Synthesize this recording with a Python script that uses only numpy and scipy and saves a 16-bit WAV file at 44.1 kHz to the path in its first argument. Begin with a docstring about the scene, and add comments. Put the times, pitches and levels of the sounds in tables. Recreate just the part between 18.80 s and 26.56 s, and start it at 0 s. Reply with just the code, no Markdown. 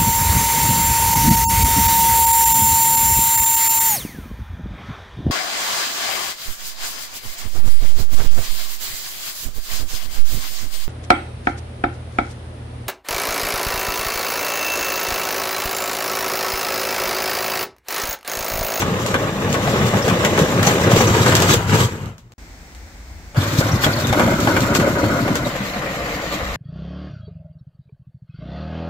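"""Hollow plastic wheels drum and crunch up an asphalt driveway: a battery ride-on toy car rolls, turns and stops.
In a second scene it starts on a paved patio and drives off over a lawn.
Random tread bumps ring the wheels and tub and crack the grit; timed blows, slips and chirps add knocks, thumps,
scrubs, snaps and squeaks. Two geared motors whir from uneven tooth strikes and bent sines.
A phone with two microphone ports hears it outdoors, over a rumble of air and a faint far hiss."""
import sys
import numpy as np
from scipy import signal
from scipy.fft import rfft, irfft, next_fast_len
from scipy.io import wavfile
from scipy.ndimage import uniform_filter1d, map_coordinates

SR = 44100
rng = np.random.default_rng(int(sys.argv[2]) if len(sys.argv) > 2 else 0)


def dump(signal):
    """Clip the signal to [-1, 1] and save it as 16-bit WAV at the path in sys.argv[1]."""
    limited = np.clip(np.atleast_2d(signal).T, -1, 1)
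    pcm = np.round(limited * 32767).astype(np.int16)
    wavfile.write(sys.argv[1], SR, pcm)


N = 342216

# Most dB in the tables are relative to their layer's gain; air and scrub levels are used as they stand.

# Air moving at the ports. Each row: time in seconds, rumble level in dB.
AIR_LEVEL = [(0, -38), (3.3, -40.5), (3.53, -53), (3.6, -43), (4.1, -40.5), (4.4, -38), (5.5, -35.5),
             (7.4, -38), (7.58, -35), (7.63, -28.5), (7.76, -34.5)]
# Colours of the air rumble and of the far hiss. Each row: frequency in Hz, level in dB.
AIR_COLOUR = [(12, -32), (20, -12), (54, 10.5), (81, 4.5), (146, -15), (187, -22), (200, -31), (260, -59),
              (440, -120)]
FAR_HISS_COLOUR = [(88, -44), (150, -2.5), (182, -3), (201, -6), (285, -5.5), (455, -12.5), (817, -10.5),
                   (1090, -15.5), (2120, -10.5), (2840, -21.5), (5520, -18.5), (6700, -20.5), (7830, -22),
                   (10700, -34.5), (15800, -27.5)]

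# The two microphone ports. Each row: frequency in Hz, likeness of left and right from 0 to 1.
PORT_LIKENESS = [(40, 0.93), (120, 1), (300, .98), (600, 1), (1200, 0.38), (3000, 0.047), (12000, 0.18)]
# Each row: frequency in Hz, time in seconds by which the left port leads.
LEFT_LEAD = [(400, 0.00014), (1000, 0.00012), (3000, 0.000266)]
# The gap between the two scenes: start and end in seconds.
SCENE_GAP_S = (3.538, 3.581)
PHONE_TOP_HZ = 15650

# Stones and joints snapping. Each row: time in seconds, peak in dB.
SNAPS = [(0.263, -19), (0.342, -36), (0.7286, -17), (1.449, -17), (1.5904, -17), (1.8305, -15),
         (1.871, -12), (2.163, -13), (2.5523, -8), (2.5668, -14), (2.6027, -14), (2.622, -9), (3.259, -34),
         (3.3816, -38), (3.521, -39), (3.949, -37), (5.0454, -13), (5.271, -19), (5.6037, -20.5),
         (5.8062, -19), (5.9517, -10.5), (6.5552, -16)]
# Plastic rubbing on the axles. 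Each row: time in seconds, peak in dB, pitch in Hz.
SQUEAKS = [(1.224, -9, 5500), (1.46, -10, 7270), (1.869, 1.5, 6200), (2.273, -5, 6183), (4.572, -16, 4660),
           (4.615, -11, 3400), (5.043, 1.5, 3300), (6.651, -11, 3850), (6.937, -16, 4340)]
# An axle chattering. Each row: start in seconds, end in seconds, peak in dB, first pitch in Hz, last pitch in Hz.
SQUEAK_RUNS = [(4.873, 4.973, -17, 6000, 4970), (5.122, 5.203, -12.5, 4350, 4220),
               (5.24, 5.34, -13.5, 3630, 3450)]

# Course of the motors. Each row: time in seconds, pace as a share of full speed, level in dB.
MOTOR_COURSE = [(0, 0.9, -44), (1, 0.96, -28.5), (2, 0.97, -42), (2.55, 0.88, -21), (2.85, 0.76, -30.5),
                (3.01, 0.82, -30), (3.1, 0.83, -43), (3.3, 0.72, -45), (3.42, 0.47, -63), (4.52, 0.44, -93),
                (4.56, 0.81, -28.5), (4.7, 0.92, -28.5), (5.1, 1, -27.5), (5.55, 0.83, -29), (6, 1.01, -32),
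                (6.75, 0.99, -31.5), (7.25, 1.02, -32.5), (7.4, 0.955, -35), (7.76, 1.02, -36.5)]
# Gearbox housing resonances. Each row: frequency in Hz, width in Hz, level in dB.
GEARBOX_MODES = [(598, 168, 9.5), (1234, 920, 5.5), (1510, 149, 8), (2000, 143, -5.5), (3280, 760, -11.5),
                 (4140, 880, -38), (7700, 210, -22)]
# Tooth rates at full pace, before each motor's own speed factor
GEAR_HZ, PINION_HZ = 578.1, 2148
# Whine against the gearboxes; its gain were the rear to face the listener fully
PINION_DB, PINION_REAR_DB = -9.5, 5
# The rear swings round toward the listener: start and end in seconds, the end lying past the last sample.
REAR_TURN_S = (7.3, 8.32)

# Blows on the tub. Each row: time in seconds, peak in dB, panel pitch in Hz, bright edge in dB.
KNOCKS = [(0.021, -13, 966, -18), (0.343, -7.5, 1210, -16), (0.743, -10.5, 780, -23),
          (0.875, -12.5, 670, -22), (1.013, -13, 650, -29), (1.138, -12.5, 611, -20),
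          (1.281, -11.5, 700, -6), (1.299, -9.5, 2400, -18), (1.449, -9.5, 1930, -5),
          (1.577, -9.5, 840, -15), (1.829, -11, 1640, -10), (1.874, -9, 810, -8), (2.117, -12, 650, -6),
          (2.207, -10.5, 800, -14), (2.463, -7, 1070, -9), (2.523, -7, 1310, -24), (2.691, -8, 1210, -20),
          (2.895, -18, 1364, -7), (4.547, -27, 618, -19), (4.81, -13.5, 560, -20), (5.038, -9, 1460, -8),
          (5.065, -10, 641, -17), (5.328, -9.5, 600, -8), (5.396, -5.5, 740, -27), (5.478, -13.5, 614, -14),
          (5.536, -21, 1440, -26), (5.673, -8, 815, -26), (5.766, -9, 1470, -26), (5.834, -15, 556, -22),
          (5.95, -10, 1257, -20), (5.999, -11, 587, -22), (6.069, -39, 604, -21), (6.239, -16, 600, -33),
          (6.354, -33, 1466, -22), (6.479, -12.5, 500, -24), (6.56, -16, 1485, -16)]
# Tub resonances. Each row: frequency in Hz, width in Hz, level in dB.
TUB_MODES = [(600, 580, -6), (896, 45, 2.5), (1092, 26, 2.5), (1325, 39, 2), (1497, 61, 3),
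             (2370, 180, -2.5), (2660, 250, -11.5), (3540, 430, -14)]
# A wheel drops into a crack or joint. Each row: time in seconds, peak in dB, pitch in Hz.
THUMPS = [(0.099, -13, 131), (0.695, -7.5, 200), (0.936, -7.5, 198), (1.005, -4.5, 167), (1.133, -7, 167),
          (1.313, -8, 173), (1.609, -6.5, 170), (1.779, -11, 186), (1.868, -9, 160), (2.006, -10, 210),
          (2.21, -12, 215), (2.057, -12, 150), (2.129, -1, 174), (2.305, -1, 107), (2.579, -11, 106),
          (2.693, -5, 155), (2.928, -10, 186), (3.263, -15.5, 107), (4.573, -4, 143.3), (4.784, -3, 118),
          (4.935, -2.5, 103.6), (5.062, -2, 151), (5.305, -8, 106), (5.337, -18, 171), (5.462, -11, 227),
          (5.832, -7, 240), (5.991, -4.5, 158), (6.23, -4.5, 275.3), (6.301, -14, 200), (6.412, -10, 128),
          (6.5, -7, 193), (6.606, -12, 125), (6.734, -24, 110), (6.804, -12.5, 204), (6.961, -14.5, 218)]
# A tyre slips and scrubs over grit. 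Each row: middle in seconds, half length in seconds, level in dB.
SCRUBS = [(0.005, 0.028, -23), (0.284, 0.025, -32), (0.733, 0.017, -27), (0.9, 0.024, -30),
          (1.076, 0.018, -25), (1.175, 0.02, -30), (1.277, 0.03, -29), (1.463, 0.018, -29),
          (1.607, 0.025, -27), (1.886, 0.037, -21), (2.125, 0.015, -23), (2.198, 0.043, -19.5),
          (2.483, 0.022, -25), (2.58, 0.088, -29), (2.722, 0.032, -14.5), (3.026, 0.033, -25.5),
          (4.796, 0.023, -22.5), (5.045, 0.022, -21), (5.815, 0.015, -31), (5.962, 0.017, -21),
          (6.68, 0.028, -33), (7.533, 0.025, -29.5)]

# How hard the car rolls, by its speed and nearness. Each row: time in seconds, level in dB.
ROLL_LEVEL = [(0, -4.5), (0.6, -5.5), (0.9, -3), (1.7, -1), (2.05, 1), (2.74, -1), (2.86, -9.5), (2.95, 4),
              (3.03, 0), (3.11, -11.5), (3.29, -19.5), (3.38, -37), (4.53, -68), (4.57, -6), (5.24, -6),
              (5.38, -0.5), (5.55, -3), (5.7, -1.5), (6.55, -5), (6.72, -10), (7.76, -9)]
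# Hollow wheels and tub floor as each stretch excites them. Each row: frequency in Hz, width in Hz, level in dB.
DRUM_APPROACH = [(103, 31, -3.5), (142, 34, -2.5), (186, 34.6, -0.5), (240, 58, -6.5)]
DRUM_TURN = [(100.6, 19.5, -3), (121, 8.6, 1.5), (166, 49, -7), (257, 37, -14)]
DRUM_START = [(104, 15, -3.5), (158, 63, -11.5), (225, 36, -10.5), (298, 62, -13)]
DRUM_PATIO = [(64, 31.7, -6.5), (116.5, 28, 0), (172, 32, -2.5), (232, 37, -1), (307, 56, -5.5)]
DRUM_LAWN = [(136.8, 49, -4), (198, 17, 2), (292.4, 55, -3.5)]
# Colours of the body rattle, by side heard or ground. Each row: frequency in Hz, level in dB.
BODY_FRONT = [(160, -33), (280, -4), (319, -6), (493, 0), (763, -10), (842, -7.5), (1240, -9), (1440, -12),
              (2060, -16.5), (2250, -13.5), (2480, -19), (3000, -20.5), (3900, -23), (6600, -120)]
BODY_SIDE = [(160, -32), (280, -4.5), (297, -3), (385, -1), (508, -3), (651, -12.5), (949, -9.5),
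             (1030, -11.5), (1200, -5.5), (1530, -10), (1770, -13.5), (2640, -17.5), (3000, -18.5),
             (3900, -42), (6600, -120)]
BODY_PATIO = [(160, -17), (280, -4), (366, -3.5), (446, -7.5), (561, -2.5), (657, -6.5), (851, -13.5),
              (949, -8.5), (1020, -12), (1480, -6), (1760, -18.5), (2120, -12.5), (2640, -27),
              (3000, -23.5), (3900, -55), (6600, -120)]
BODY_LAWN = [(180, -31), (300, 1), (385, -8.5), (450, 3), (578, 0.5), (630, -6), (694, -1), (866, -9),
             (1060, -4), (1220, -3), (1470, -5.5), (1570, -8.5), (2080, -3.5), (2700, -14), (3000, -14),
             (3900, -50), (6600, -120)]
# Colours of the grit on each ground. Each row: frequency in Hz, level in dB.
GRIT_ASPHALT = [(1470, -4.5), (2500, -2.5), (3540, -2), (5080, -5.5), (6210, -3), (7530, -4), (8590, -12.5),
                (9720, -18.5), (12600, -11.5), (13900, -14.5), (15000, -21), (15800, -12)]
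GRIT_PAVERS = [(1470, -36), (2500, 2.5), (2680, -7), (3330, -1.5), (4160, -1.5), (5240, -4.5), (7420, -4),
               (9420, -18.5), (12200, -10.5), (14700, -10), (15400, -18), (15800, -21)]
GRIT_LAWN = [(1470, -17), (2500, -5), (3560, -7.5), (4320, -8), (5200, -12.5), (7250, -11.5), (9720, -30),
             (11200, -21.5), (13000, -17), (15000, -25), (15800, -19)]


def amp(db):
    """Decibels to an amplitude factor."""
    return 10 ** (np.asarray(db) / 20)


def unit(x):
    """x scaled to rms 1."""
    return x / np.sqrt(np.mean(x ** 2) + 1e-20)


def peaked(x):
    """x scaled to a peak of 1."""
    return x / np.abs(x).max()


def along(points, hz):
    """(Hz, value) points read on a log frequency axis."""
    f, v = np.transpose(points)
    return np.interp(np.log(hz + 1), np.log(f + 1), v)


def curves(rows):
    """One value per sample for each column after the time."""
    s, *cols = np.transpose(rows)
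    return [np.interp(np.arange(N) / SR, s, c) for c in cols]


def wobble(rate):
    """A smooth random curve, rate knots a second."""
    knots = rng.standard_normal(int(N * rate / SR) + 4)
    return map_coordinates(knots, [np.arange(N) * rate / SR])


def add(out, s, x):
    """Mix x into out from time s."""
    part = out[:, max(round(s * SR), 0):][:, :x.shape[1]]
    part += x[:, :part.shape[1]]


def filtered(x, response):
    """x times a complex response of frequency."""
    n = x.shape[-1]
    m = next_fast_len(n + 8192)
    return irfft(rfft(x, m) * response(np.fft.rfftfreq(m, 1 / SR)), m)[..., :n]


def coloured(x, spectrum):
    """x through a causal minimum-phase filter with the given (Hz, dB) points."""
    size = 8192
    db = np.maximum(along(spectrum, np.fft.rfftfreq(size, 1 / SR)), -90)
    cepstrum = irfft(np.log(amp(db)))
    # folding the cepstrum forward in time makes the filter causal
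    cepstrum[1:size // 2] *= 2
    cepstrum[size // 2 + 1:] = 0
    kernel = irfft(np.exp(rfft(cepstrum)))
    return signal.fftconvolve(x, kernel[None], axes=1)[:, :x.shape[1]]


def resonate(x, modes):
    """x through a sum of resonances (Hz, width in Hz, dB) of alternating sign."""
    def response(f):
        return sum((-1) ** k * amp(db) * 1j * f * width / (hz * hz - f * f + 1j * f * width)
                   for k, (hz, width, db) in enumerate(modes))
    return filtered(x, response)


def ports(pair):
    """Two unrelated signals become left and right of joint rms 1, alike in the bass."""
    def mid_side_gains(hz):
        turn = np.arccos(np.clip(along(PORT_LIKENESS, hz), 0, .999)) / 2
        return np.array([np.cos(turn), np.sin(turn)])
    mid, side = filtered(pair, mid_side_gains)
    return unit(np.array([mid + side, mid - side]))


def burst(t60):
    """The dense ring of one contact at two ports, 60 dB down after t60 seconds."""
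    t = np.arange(SR // 5) / SR
    return rng.standard_normal((2, len(t))) * amp(-60 * t / t60)


def strike(t60, ring):
    """A hard contact: a sharp kick of force with a dense ring."""
    x = ring * burst(t60)
    x[:, 0] += [1, .5]
    return x


def contacts(n, rate, spread_db, t60, count=6):
    """n samples of random small impacts, rate a second, shared among count parts that each ring in their own way."""
    out = np.zeros((2, n))
    for _ in range(count):
        hit = rng.random(n) < rate / count / SR
        size = amp(spread_db * np.clip(rng.standard_normal(n), -2, 2))
        out += signal.oaconvolve((hit * size)[None], burst(t60), axes=1)[:, :n]
    return out


def outdoors():
    """Air rumbles at the ports over a faint far hiss, which is louder by the patio."""
    air_db, = curves(AIR_LEVEL)
    rumble = amp(air_db + wobble(6.5)) * ports(coloured(rng.standard_normal((2, N)), AIR_COLOUR))
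    hiss_gain = np.where(np.arange(N) < SCENE_GAP_S[0] * SR, amp(-62), amp(-44.5))
    return rumble + hiss_gain * ports(coloured(rng.standard_normal((2, N)), FAR_HISS_COLOUR))


def snaps():
    """A stone or joint lets go with a sharp tick and a short plastic ring."""
    out = np.zeros((2, N))
    for s, db in SNAPS:
        tick_and_ring = burst(t60=0.0065) + 0.21 * burst(t60=0.19)
        add(out, s, amp(db + 10.5) * peaked(ports(coloured(tick_and_ring, GRIT_ASPHALT))))
    return out


def chirp(hz, rise=0.0091, waver=0.036, sag=0.73):
    """A brief, scratchy stick-slip squeak: it swells in rise seconds and sags by a share of its pitch a second."""
    t = np.arange(SR // 10) / SR
    swell = (t / rise) ** 2 * np.exp(2 - 2 * t / rise)
    scratch = unit(uniform_filter1d(rng.standard_normal((2, len(t))), 60))
    pitch = hz * (1 - sag * (t - rise) + waver * scratch)
    return swell * np.sin(2 * np.pi * np.cumsum(pitch, axis=1) / SR)


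def squeaks(rate=27, scatter=0.02, spread_db=2):
    """Axles squeak singly, and in runs of rate a second, unevenly timed, while the pitch drifts."""
    out = np.zeros((2, N))
    for s, db, hz in SQUEAKS:
        add(out, s - .006, amp(db - 15.5) * chirp(hz))
    for start, end, db, first_hz, last_hz in SQUEAK_RUNS:
        for s in np.arange(start, end, 1 / rate):
            late, size, detune = rng.standard_normal(3)
            hz = np.interp(s, [start, end], [first_hz, last_hz]) * (1 + scatter * detune)
            add(out, s + 0.12 * late / rate, amp(db - 12.5 + spread_db * size) * chirp(hz))
    return out


def gearbox(speed, wander=.018, rough=0.71, rasp=1.0, order=5):
    """Uneven plastic teeth strike once each and ring the housing; the load swings once a shaft turn of order teeth."""
    pace, db = curves(MOTOR_COURSE)
    teeth = np.cumsum(GEAR_HZ * pace * speed * (1 + wander * wobble(17))) / SR
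    strikes = np.diff(np.floor(teeth), prepend=0) * (1 + rough * rng.standard_normal((2, N)))
    # noise that fades as each tooth slides through its mesh
    sliding = rng.standard_normal((2, N)) * np.exp(-3 * (teeth % 1))
    swing = 1 + 0.081 * np.sin(2 * np.pi * teeth / order)
    force = (unit(strikes) + rasp * unit(sliding)) * swing
    return amp(db - 3.5 + 1.35 * wobble(7)) * ports(resonate(force, GEARBOX_MODES))


def pinion(speed, load_swing=0.0065):
    """A motor's small gear whines with its octave; the load bends its pitch, backlash makes it flutter and rasp."""
    pace, db = curves(MOTOR_COURSE)
    unsteady = 1 + load_swing * wobble(7) + .009 * wobble(25) + .016 * wobble(700)
    phase = 2 * np.pi * np.cumsum(PINION_HZ * pace * speed * unsteady) / SR

    def paths():
        """The shaking body scatters the whine on its way to each port."""
        return np.array([wobble(110), wobble(110)])

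    rear = np.interp(np.arange(N) / SR, REAR_TURN_S, [0, 1])
    octave = 0.47 + 1.0 * rear
    whine = paths() * np.sin(phase) + octave * paths() * np.sin(2 * phase)
    return amp(db + PINION_DB + PINION_REAR_DB * rear) * ports(whine)


def knocks(focus_db=4, panel_width_hz=230, rebound=0.42):
    """A jolt slaps the tub and rebounds; the panel that is struck rings most, under a bright edge."""
    out = np.zeros((2, N))
    gaps_s = rng.uniform(0.00304, .007, len(KNOCKS))
    for (s, db, hz, edge_db), gap in zip(KNOCKS, gaps_s):
        for delay, size in (0, 1), (gap, rebound):
            blow = strike(t60=0.088, ring=0.081)
            struck_panel = amp(focus_db) * resonate(blow, [(hz, panel_width_hz, 0)])
            panel = peaked(ports(resonate(blow, TUB_MODES) + struck_panel))
            edge = peaked(ports(coloured(strike(t60=0.1, ring=0.12), GRIT_ASPHALT)))
            add(out, s + delay, size * amp(db + 5.0) * (panel + amp(edge_db + 4.5) * edge))
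    return out


def thumps(cycles=9, attack=0.0057):
    """The hollow wheel booms, dying by 60 dB in a few cycles."""
    out = np.zeros((2, N))
    t = np.arange(SR // 4) / SR
    for s, db, hz in THUMPS:
        boom = np.sin(2 * np.pi * hz * t) * amp(-60 * t * hz / cycles) * (1 - np.exp(-t / attack))
        add(out, s, amp(db - 6) * peaked(boom)[None])
    return out


def stirred(blows, rise_s):
    """Each blow sets loose parts shaking: their level swells in rise_s and dies away."""
    power = np.zeros((1, N))
    t = np.arange(SR // 4) / SR
    swell = t / rise_s * np.exp(1 - t / rise_s)
    for s, db, *_ in blows:
        add(power, s, (amp(db) * swell[None]) ** 2)
    return np.sqrt(power[0])


def scrubbing():
    """Each slip of a tyre is one swell of crunching."""
    t = np.arange(N) / SR
    return sum(amp(db) / (1 + ((t - s) / half) ** 4) for s, half, db in SCRUBS)


def flexing(x, depth_db):
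    """As the shell flexes, its resonances come and go: random patches of gain over time and frequency."""
    z = signal.stft(x, nperseg=512)[2]
    field = uniform_filter1d(rng.standard_normal(z.shape[1:]), size=3, axis=0)
    field = uniform_filter1d(field, size=7, axis=1)
    return signal.istft(z * amp(depth_db * unit(field)), nperseg=512)[1][:, :x.shape[1]]


def rolling(span, drum, body_colour, grit_colour, jolts, rate, wheel_db, body_db, grit_db, grit_spread_db,
            wheel_grows=1.0, grit_grows=1.21, uneven_db=1.39, fade=0.005):
    """Treads bump rate times a second: wheels drum, body buzzes, grit cracks, growing with the rolling and jolts."""
    start, end = span
    n = round((end - start + .1) * SR)  # 50 ms of margin at either end
    t = start - .05 + np.arange(n) / SR

    bumps = resonate(contacts(n, rate=rate, spread_db=1.5, t60=0.0092), drum)
    wheels = coloured(bumps, [(35, -20.5), (90, 2.5), (320, -2.5), (700, -17), (2000, -81)])
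    buzz = contacts(n, rate=1.8 * rate, spread_db=0.0, t60=0.048)
    body = coloured(flexing(buzz, depth_db=2.0), body_colour)
    cracks = contacts(n, rate=3 * rate, spread_db=grit_spread_db, t60=0.085)
    grit = coloured(flexing(cracks, depth_db=2.0), grit_colour)

    roll_db = np.interp(t, *np.transpose(ROLL_LEVEL))
    steady_db = wheel_db + wheel_grows * roll_db, body_db + roll_db, grit_db + grit_grows * roll_db
    sound = np.zeros((2, n))
    for db, jolt, layer in zip(steady_db, jolts, (wheels, body, grit)):
        steady = amp(db + uneven_db * wobble(34.91)[:n])
        jolted = np.interp(t, np.arange(N) / SR, jolt)
        sound += np.hypot(steady, jolted) * ports(layer)
    # equal-power fades at both ends, so adjoining stretches crossfade
    sound *= np.sqrt(np.interp(t, [start - fade, start + fade, end - fade, end + fade], [0, 1, 1, 0]))
    out = np.zeros((2, N))
    add(out, t[0], sound[:, t >= 0])
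    return out


def ride():
    """Thumps stir the wheels, knocks the body, slips the grit; each ground has its own drum, rattle and crunch."""
    wheel_jolts = amp(-12.5) * stirred(THUMPS, rise_s=0.016)
    body_jolts = amp(-13.5) * stirred(KNOCKS, rise_s=0.016)
    jolts = wheel_jolts, body_jolts, scrubbing()
    # stretches in seconds
    approach, turn, start, patio, lawn = (0, 2.25), (2.25, 3.54), (4.53, 5.3), (5.3, 6.7), (6.7, 7.8)
    return (rolling(approach, DRUM_APPROACH, BODY_FRONT, GRIT_ASPHALT, jolts, rate=560,
                    wheel_db=-20.0, body_db=-18.0, grit_db=-27.5, grit_spread_db=2.0)
            + rolling(turn, DRUM_TURN, BODY_SIDE, GRIT_ASPHALT, jolts, rate=380,
                      wheel_db=-16.5, body_db=-19.5, grit_db=-24, grit_spread_db=0.5, wheel_grows=0.81)
            + rolling(start, DRUM_START, BODY_PATIO, GRIT_PAVERS, jolts, rate=400,
                      wheel_db=-17.5, body_db=-19.5, grit_db=-24.5, grit_spread_db=5.5)
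            + rolling(patio, DRUM_PATIO, BODY_PATIO, GRIT_PAVERS, jolts, rate=360,
                      wheel_db=-19.5, body_db=-17.5, grit_db=-29, grit_spread_db=2.0)
            + rolling(lawn, DRUM_LAWN, BODY_LAWN, GRIT_LAWN, jolts, rate=520,
                      wheel_db=-24.5, body_db=-18.5, grit_db=-23.0, grit_spread_db=1))


def scene():
    """Car and air together reach the left port slightly sooner and 1 dB louder than the right."""
    motors = gearbox(speed=1.0) + gearbox(speed=0.9) + pinion(speed=0.87) + pinion(speed=0.94)
    car = ride() + motors + knocks() + thumps() + snaps() + squeaks()

    def port_delay(hz):
        """Half the lead forward on the left, half back on the right."""
        return np.exp(1j * np.pi * hz * along(LEFT_LEAD, hz) * np.array([[1], [-1]]))

    heard = filtered(outdoors() + car, port_delay)
    return heard * amp([[.5], [-.5]])


def record(dry):
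    """The level drops 35 dB in the gap between the two scenes; the phone keeps nothing above its band limit."""
    t = np.arange(N) / SR
    in_gap = (t > SCENE_GAP_S[0]) & (t < SCENE_GAP_S[1])
    return filtered(dry * np.where(in_gap, amp(-35), 1), lambda hz: hz < PHONE_TOP_HZ)


dry = scene()
out = record(dry)
dump(out)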